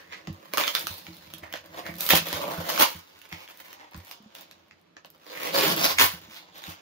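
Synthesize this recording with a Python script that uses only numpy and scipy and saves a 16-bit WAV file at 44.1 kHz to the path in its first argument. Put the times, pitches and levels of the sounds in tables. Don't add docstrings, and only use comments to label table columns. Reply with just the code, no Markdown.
import sys
import numpy as np
from scipy import signal
from scipy.fft import rfft, irfft, next_fast_len
from scipy.io import wavfile
from scipy.ndimage import uniform_filter1d, map_coordinates

SR = 44100
rng = np.random.default_rng(int(sys.argv[2]) if len(sys.argv) > 2 else 0)


def log_audio(samples):
    frames = np.atleast_2d(samples).T
    limited = np.clip(frames, -1, 1)
    pcm = np.round(limited * 32767).astype(np.int16)
    wavfile.write(sys.argv[1], SR, pcm)


N = 300321

# hz, relative level_db
FILM_COLOUR = [(120, -28), (300, -20.5), (500, -14.5), (1300, 1), (2140, 1), (3300, 0.5), (5300, -5),
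               (7000, -8.5), (9000, -53)]
# hz, relative level_db
SIZZLE_COLOUR = [(5000, -9.5), (8300, -15.5), (10500, -7), (13000, -2.5), (16000, 1.5)]
# peak_s, rise_s, hold_s, crackle_db, box_db (drumming re crackle),
# sizzle_db (re crackle), box_note_hz, film_note_hz, film_note_db (lift of that note)
PULLS = [(0.126, 0.056, 0.017, -38.5, -9, -18, 508, 1880, 9),
         (0.574, 0.064, 0.11, -34, -1.5, 2.5, 597, 2920, 0),
         (0.771, 0.73, 0.045, -39.5, -6, 3, 764, 3750, 3),
         (0.872, 0.33, 0.11, -46.5, -6.5, 6.5, 865, 4100, 12),
         (1.437, 0.17, 0.028, -50, 2, -15, 635, 1890, 14.5),
         (1.553, 0.17, 0.0083, -43, -28, -7, 600, 1730, 8),
         (1.755, 0.095, 0.064, -44, 3.5, -3.5, 700, 1710, 6.5),
         (1.874, 0.2, 0.021, -42.5, -0.5, -4, 600, 1866, 16.5),
         (2.001, 0.053, 0.098, -41, -6.5, 12, 568, 2500, -2),
         (2.103, 0.024, 0.053, -19, -9.5, 4.5, 538, 3080, 2), (2.33, 1, 0.062, -36, -5, 0, 561, 1900, -2),
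         (2.424, 0.39, 0.1, -41.5, 7.5, 1.5, 553, 2470, 6),
         (2.536, 0.33, 0.18, -41, 3, 0.5, 603, 1520, 9.5), (2.7, 0.2, 0.058, -31, -3, 1.5, 626, 2570, -4),
         (2.81, 0.073, 0.0063, -17.5, -2, 5, 885, 3000, -1.5),
         (3.328, 0.29, 0.17, -50, -3, -9, 850, 2120, 8), (3.82, 0.97, 0.24, -56, -2.5, -12, 820, 1930, 10),
         (4.118, 0.42, 0.0057, -51, -8.5, 3.5, 736, 2060, -14),
         (4.348, 0.031, 0.073, -52, -2, 0, 677, 1900, -3), (5.298, 0.038, 0.024, -44, -1, -7, 460, 4440, 9),
         (5.355, .08, 0.072, -53, 6, -13, 480, 2060, 11), (5.453, 0.47, 0.047, -34, -3, -2, 520, 2300, 5.5),
         (5.548, 0.074, 0.054, -26, 0.5, 1.5, 550, 4380, 7),
         (5.633, 0.19, 0.083, -25, -1.5, 2, 390, 4350, 3), (5.764, 0.02, 0.1, -30, -2, 0, 420, 4040, 2),
         (5.812, 0.05, 0.097, -24.5, -4.5, 2, 745, 5250, 7),
         (5.989, 0.023, 0.027, -13.5, -35, -10.5, 986, 2140, 17.5),
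         (6.014, 0.083, 0.028, -27, 2.5, 12.5, 1010, 4370, -1.5),
         (6.37, 0.31, 0.0059, -43.5, -18, -1.5, 816, 3980, 5.5),
         (6.551, 0.089, 0.14, -50, -7, -3.5, 758, 4070, 4),
         (6.697, 0.29, 0.017, -44, -5, 0.5, 775, 4100, -3)]


def amp(db):
    return 10 ** (np.asarray(db) / 20)


def unit(x):
    return x / np.sqrt(np.mean(x ** 2) + 1e-20)


def along(points, hz):
    f, v = np.transpose(points)
    return np.interp(np.log(hz + 1), np.log(f + 1), v)


def filtered(x, response):
    m = next_fast_len(N + SR // 2)
    return irfft(rfft(x, m) * response(np.fft.rfftfreq(m, 1 / SR)), m)[..., :N]


def coloured(x, points):
    return filtered(x, lambda hz: amp(along(points, hz)))


def wobble(rate):
    knots = rng.standard_normal(int(N * rate / SR) + 4)
    return map_coordinates(knots, [np.arange(N) * rate / SR])


def steady(x, s):
    power = uniform_filter1d(np.mean(np.atleast_2d(x) ** 2, 0), int(s * SR))
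    return x / np.sqrt(np.abs(power) + 1e-12)


def pair(alike, wander, lead=0):
    a, b = rng.standard_normal((2, N))
    offset = np.round(lead + wander * wobble(3)).astype(int)
    first = a[np.clip(np.arange(N) + offset, 0, N - 1)]
    return np.array([first, alike * a + np.sqrt(1 - alike ** 2) * b])


def bursts(sizes, t60):
    return signal.lfilter([1], [1, -amp(-60 / (t60 * SR))], sizes)


def room_tone():
    # hz, relative level_db
    air = [(25, -13), (100, -12), (310, -2.5), (1000, -9.5), (4000, -18), (8300, -41.5), (13000, -34.5),
           (16000, -43)]
    return amp(-64.5) * unit(coloured(pair(alike=0.53, wander=24), air))


def room(x):
    # hz, t60_s
    decay = [(150, 0.04), (1000, 0.14), (5000, 0.21), (14000, 0.089)]
    out, hop, delay = np.zeros((2, N + SR)), SR // 4, 200
    for start in range(0, N, hop):
        hz, t, z = signal.stft(rng.standard_normal((2, SR // 2)), SR, nperseg=256)
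        fade = amp(-60 * t / along(decay, hz)[:, None])
        tail = signal.istft(z * fade, SR, nperseg=256)[1]
        wet = signal.fftconvolve(x[:, start:start + hop], tail / np.linalg.norm(tail[0]), axes=1)
        out[:, start + delay:start + delay + wet.shape[1]] += wet
    return out[:, :N]


def struck(force, vary_db=0):
    # hz, level_db, t60_s
    modes = [(90.3, -1, 0.14), (170.1, -2.5, 0.15), (191.5, -3, 0.079), (321.6, -6.5, 0.18),
             (596, -1, 0.031)]
    t = np.arange(SR // 2) / SR
    ring = np.zeros(len(t))
    for hz, db, t60 in modes:
        decay = amp(db + vary_db * rng.standard_normal() - 60 * t / t60)
        build_up = 1 - np.exp(-t * hz / 0.56)
        ring += decay * np.sin(2 * np.pi * hz * t) * build_up
    return signal.fftconvolve(force, ring)


def sliding():
    # time_s, deep_rumble_db, upper_rumble_db
    slides = [(0, -63, -61.5), (0.701, -83, -60), (1.48, -54.5, -58.5), (1.69, -63, -58), (2.03, -58, -47),
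              (2.79, -73, -47), (3.03, -75, -76.5), (5.27, -77, -67), (5.65, -84, -33), (6.05, -41.5, -57),
              (6.43, -76, -68)]
    s, deep_db, upper_db = np.transpose(slides)
    friction = rng.standard_normal(N) * amp(3.5 * wobble(11))
    hum = struck(friction)[:N]
    deep = unit(coloured(hum, [(110, 0.5), (135, -28.5)]))
    upper = unit(coloured(hum, [(115, -24.0), (140, -4.5)]))
    t = np.arange(N) / SR
    return amp(np.interp(t, s, deep_db)) * deep + amp(np.interp(t, s, upper_db)) * upper


def knocking():
    # start_s, relative level_db, hardness_db (shortens the push)
    landings = [(0.275, -31.5, 3), (0.294, -27.5, -6), (0.836, -41, -2), (0.9, -29.5, -12.5),
                (1.079, -39, 3), (1.27, -44, -3), (1.334, -45, 11), (1.422, -39, -7), (1.887, -36.5, -0.5),
                (2.129, -25.5, 19), (2.335, -36, 32), (2.579, -28, -9), (2.949, -34.5, -10),
                (3.324, -33, -6.5), (3.944, -38.5, -2), (3.968, -21.5, -16), (6.018, -30, -8),
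                (6.134, -37.5, -5.5), (6.678, -35.5, -2.5)]
    out, t = np.zeros(N + SR), np.arange(SR // 8) / SR
    for s, db, hard_db in landings:
        u = t / (0.00042 * amp(-hard_db))
        push = u * np.exp(-u)
        contacts = (rng.random(len(t)) < 90 / SR) * rng.standard_normal(len(t))
        chatter = contacts * .4 * amp(-60 * t / .12)
        chatter[0] = 1
        force = signal.fftconvolve(chatter, push / push.sum())[:len(t)]
        ring = struck(force, vary_db=2.5)
        out[round(s * SR):][:len(ring)] += amp(db + 4.0) * ring
    return out[:N]


def patting():
    # start_s, relative level_db
    pats = [(4.203, -45), (4.232, -50), (4.26, -42), (6.285, -47.5)]
    out, t = np.zeros(N + SR), np.arange(SR // 8) / SR
    for s, db in pats:
        out[round(s * SR):][:len(t)] += amp(db - 0.5 - 60 * t / 0.1) * np.sin(2 * np.pi * 215 * t)
    return out[:N]


def drummed(x):
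    # centre_hz, width_hz, level_db
    resonances = [(302.3, 56, -4.5), (552.6, 139, 2.5), (697, 594, -2.5), (1073, 240, 0)]

    def response(f):
        total = 0
        for k, (centre, width, db) in enumerate(resonances):
            damping = 1j * f * width
            total = total + (-1) ** k * amp(db) * damping / (centre * centre - f * f + damping)
        return total
    return filtered(x, response)


def ticking():
    # start_s, relative level_db
    flips = [(0.3277, -36), (0.794, -17), (1.1672, -33), (1.383, -30), (1.66, -36), (1.9546, -30),
             (1.9658, -31), (1.9846, -24), (2.0073, -9.5), (2.0644, -11), (2.2862, -19), (3.19, -37),
             (3.2904, -39), (3.434, -45), (3.5732, -33), (3.9119, -41), (3.964, -35), (3.9764, -34),
             (4.0483, -33.5), (4.224, -48), (4.4096, -30.5), (4.683, -52), (4.7955, -59), (4.814, -51),
             (5.058, -40), (5.1022, -35), (5.1795, -52), (5.7637, -15), (5.8006, -19), (6.5804, -32),
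             (6.7006, -29)]
    out, t = np.zeros((2, N + SR)), np.arange(SR // 60) / SR
    for s, db in flips:
        noise = rng.standard_normal(len(t)) + rng.standard_normal((2, len(t)))
        puff = noise * amp(-60 * t / .009) * (1 - np.exp(-t / .0005))
        puff = puff / np.linalg.norm(puff, axis=1, keepdims=True)
        out[:, round(s * SR):][:, :len(t)] += amp(db + 14) * puff
    return coloured(coloured(out[:, :N], SIZZLE_COLOUR), [(1500, -20), (3500, 8), (9000, 0)])


def snapping():
    # start_s, relative level_db, box_db (share), crease_hz, sizzle_db (share)
    snaps = [(0.2721, -23.5, 14, 1880, -24), (0.536, -16, 16, 1090, -6.5), (0.5729, -8.5, 13, 1190, -14),
             (0.581, -7, 8, 1070, -10.5), (0.598, -18.5, 22, 890, -7), (0.611, -10.5, 10, 3000, -22),
             (0.6369, -8, -23, 3580, -39), (0.6783, -6.5, -31, 3100, -20), (0.751, -5.5, -33, 3610, -13.5),
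             (0.8697, -13, -5, 1240, -9.5), (1.067, -24.5, -3, 2300, -39), (1.3374, -26.5, -42, 3330, -4.5),
             (1.5261, -22.5, -13, 3140, -10.5), (1.538, -17, 14, 1650, -27), (1.865, -21, -12, 1480, -41),
             (1.94, -31, -18, 1220, -12), (2.09, -10, -26, 3060, -4), (2.1045, 1, -23, 3260, -12),
             (2.134, -5.5, 18, 2840, -17), (2.328, -12.5, 12.5, 1860, -12.5), (2.777, -9, 6, 1190, -32),
             (3.216, -34.5, -20, 2770, -10), (3.3265, -20.5, 4, 2080, -22), (3.477, -32, -23, 3270, -22),
             (3.7293, -31.5, -19, 1960, -5.5), (3.9451, -27.5, 17, 1150, -30),
             (4.1124, -27, -57, 3670, -7.5), (4.351, -27.5, -45, 3460, -11.5),
             (4.512, -32.5, -41, 3880, -13), (4.7104, -33.5, -25.5, 2050, -41),
             (4.9671, -28, 10.5, 1700, -46), (5.0471, -33, 13.5, 2670, -22), (5.544, -21, 5, 1120, -8),
             (5.986, -6, -37, 2180, -19), (6.639, -24, -18, 3800, -16)]
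    crack, fizz, ring, push = np.zeros((4, 2, N + SR))
    t = np.arange(SR // 40) / SR
    quarter_cycle = np.array([[0], [1 / 4]])
    for s, db, box_db, hz, sizzle_db in snaps:
        shared, own = rng.standard_normal(len(t)), rng.standard_normal((2, len(t)))
        puff = (shared + 1.5 * own) * amp(-60 * t / .008) * (1 - np.exp(-t / .0007))
        puff = puff / np.linalg.norm(puff, axis=1, keepdims=True)
        note = np.sin(2 * np.pi * (hz * t + rng.random() + quarter_cycle))
        span = slice(round(s * SR), round(s * SR) + len(t))
        crack[:, span] += amp(db + 12.5) * puff
        fizz[:, span] += amp(db + sizzle_db + 23.0) * puff
        ring[:, span] += amp(db - 3 - 60 * t / 0.009) * (1 - np.exp(-t / .0005)) * note
        push[:, span] += amp(db + box_db + 13.0) * puff
    bright = coloured(crack[:, :N], FILM_COLOUR) + coloured(fizz[:, :N], SIZZLE_COLOUR)
    return bright + ring[:, :N] + drummed(push[:, :N])


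def efforts():
    # time_s, crackle_db, box_db (re crackle),
    # sizzle_db (re crackle)
    rustle = [(0, -50.5, -5, -9), (.07, -59.5, -1.5, -6), (.4, -61.5, 5.5, -13), (1.05, -55, -4.5, 1.5),
              (1.65, -59, 1.5, -5.5), (2.9, -51, -3, -18), (3.08, -60.5, -4.5, -3.5), (3.65, -53, -2, 4.5),
              (3.9, -64, 5, -19), (4.22, -64, -2, -14), (4.502, -65.5, 1, -4.5), (4.9, -77, -4, -13),
              (5.199, -77, 16, 0), (6.2, -57, -1.5, -19), (6.5, -61.5, -1, -55), (6.81, -59.5, -0.5, -11)]
    rise_db = 52
    sag_db_per_s, release_db_per_s = 31, 402
    linger_db, linger_db_per_s = -13, 153.5
    t = np.arange(0, N, 64) / SR
    s, db, box_db, sizzle_db = np.transpose(rustle)
    power = amp([np.interp(t, s, db + share) for share in (0, box_db, sizzle_db)]) ** 2
    for s, rise, hold, db, box_db, sizzle_db, *_ in PULLS:
        since = t - s
        shape_db = rise_db * np.minimum(since, 0) / rise - sag_db_per_s * np.clip(since, 0, hold)
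        after = np.maximum(since - hold, 0)
        shape_db = shape_db + np.maximum(-release_db_per_s * after, linger_db - linger_db_per_s * after)
        power = power + amp(shape_db + db + np.array([[0], [box_db], [sizzle_db]])) ** 2
    return [np.interp(np.arange(N) / SR, t, np.sqrt(p)) for p in power]


def emphasis(x, centre_hz, octaves, lift_db, patchy_db):
    fade_s, wander_oct = .3, .06
    hz, t, z = signal.stft(x, SR, nperseg=1024)
    peaks = np.transpose(PULLS)[0]
    pull = np.maximum(np.searchsorted(peaks - .03, t) - 1, 0)
    drift = wander_oct * wobble(9)[np.minimum(t * SR, N - 1).astype(int)]
    apart = (np.log2((hz[:, None] + 1) / centre_hz[pull]) - drift) / octaves
    fade = np.exp(-np.maximum(t - peaks[pull], 0) / fade_s)
    strength_db = np.broadcast_to(lift_db, peaks.shape)[pull] * fade
    patches = uniform_filter1d(rng.standard_normal(z.shape[1:]), size=12, axis=0)
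    patches = uniform_filter1d(patches, size=4, axis=1)
    lift = amp(strength_db * np.exp(-apart ** 2) + patchy_db * unit(patches))
    return steady(signal.istft(z * lift, SR, nperseg=1024)[1][:, :N], 0.092)


def peeling():
    crackle, drum, fizz = efforts()
    *_, box_hz, film_hz, note_db = np.transpose(PULLS)
    chance, size = rng.random(N), np.minimum(rng.exponential(size=N), 3)
    slips = (chance < 900 / SR) * amp(1.5 * size)
    uneven = bursts(slips, 0.0081) * amp(8.8 * wobble(28))
    grip = steady(uneven + .5, 0.049)

    film_noise = coloured(pair(alike=0.86, wander=25), FILM_COLOUR)
    film = grip * emphasis(film_noise, film_hz, octaves=0.33, lift_db=note_db, patchy_db=0.78)

    creases = bursts((chance > 1 - 12 / SR) * amp(3 * size), .006)
    sizzle = unit(coloured((grip + 0.67 * creases) * pair(alike=0.96, wander=25), SIZZLE_COLOUR))

    box_noise = pair(alike=0.81, wander=6.4, lead=19.6)
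    box_force = grip * emphasis(box_noise, box_hz, octaves=0.2, lift_db=8.5, patchy_db=0.0)
    box = unit(drummed(box_force))
    return crackle * film + drum * box + fizz * sizzle


def scene():
    tape = peeling() + snapping() + ticking() + patting()
    above_bass = coloured(tape, [(200, -19.0), (500, 0.5)])
    table = knocking() + sliding()
    return tape + table + amp(-3.5) * room(above_bass) + room_tone()


def record(dry):
    # hz, left_minus_right_db
    ports = [(60, -1.5), (380, -2.5), (950, -1), (2380, -3.5), (5000, -3), (8500, 11), (12000, -3.5)]
    top_hz = 15850

    def port_response(hz):
        low_cut = (1j * hz / (48 + 1j * hz)) ** 3
        return amp(np.array([[.5], [-.5]]) * along(ports, hz)) * low_cut

    def band_limit(hz):
        return np.sin(np.pi / 2 * np.clip((top_hz - hz) / 300, 0, 1)) ** 2

    heard = filtered(dry, port_response)
    rounded = heard / (1 + np.abs(heard / .95) ** 4) ** (1 / 4)
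    return filtered(rounded, band_limit)


dry = scene()
out = record(dry)
log_audio(out)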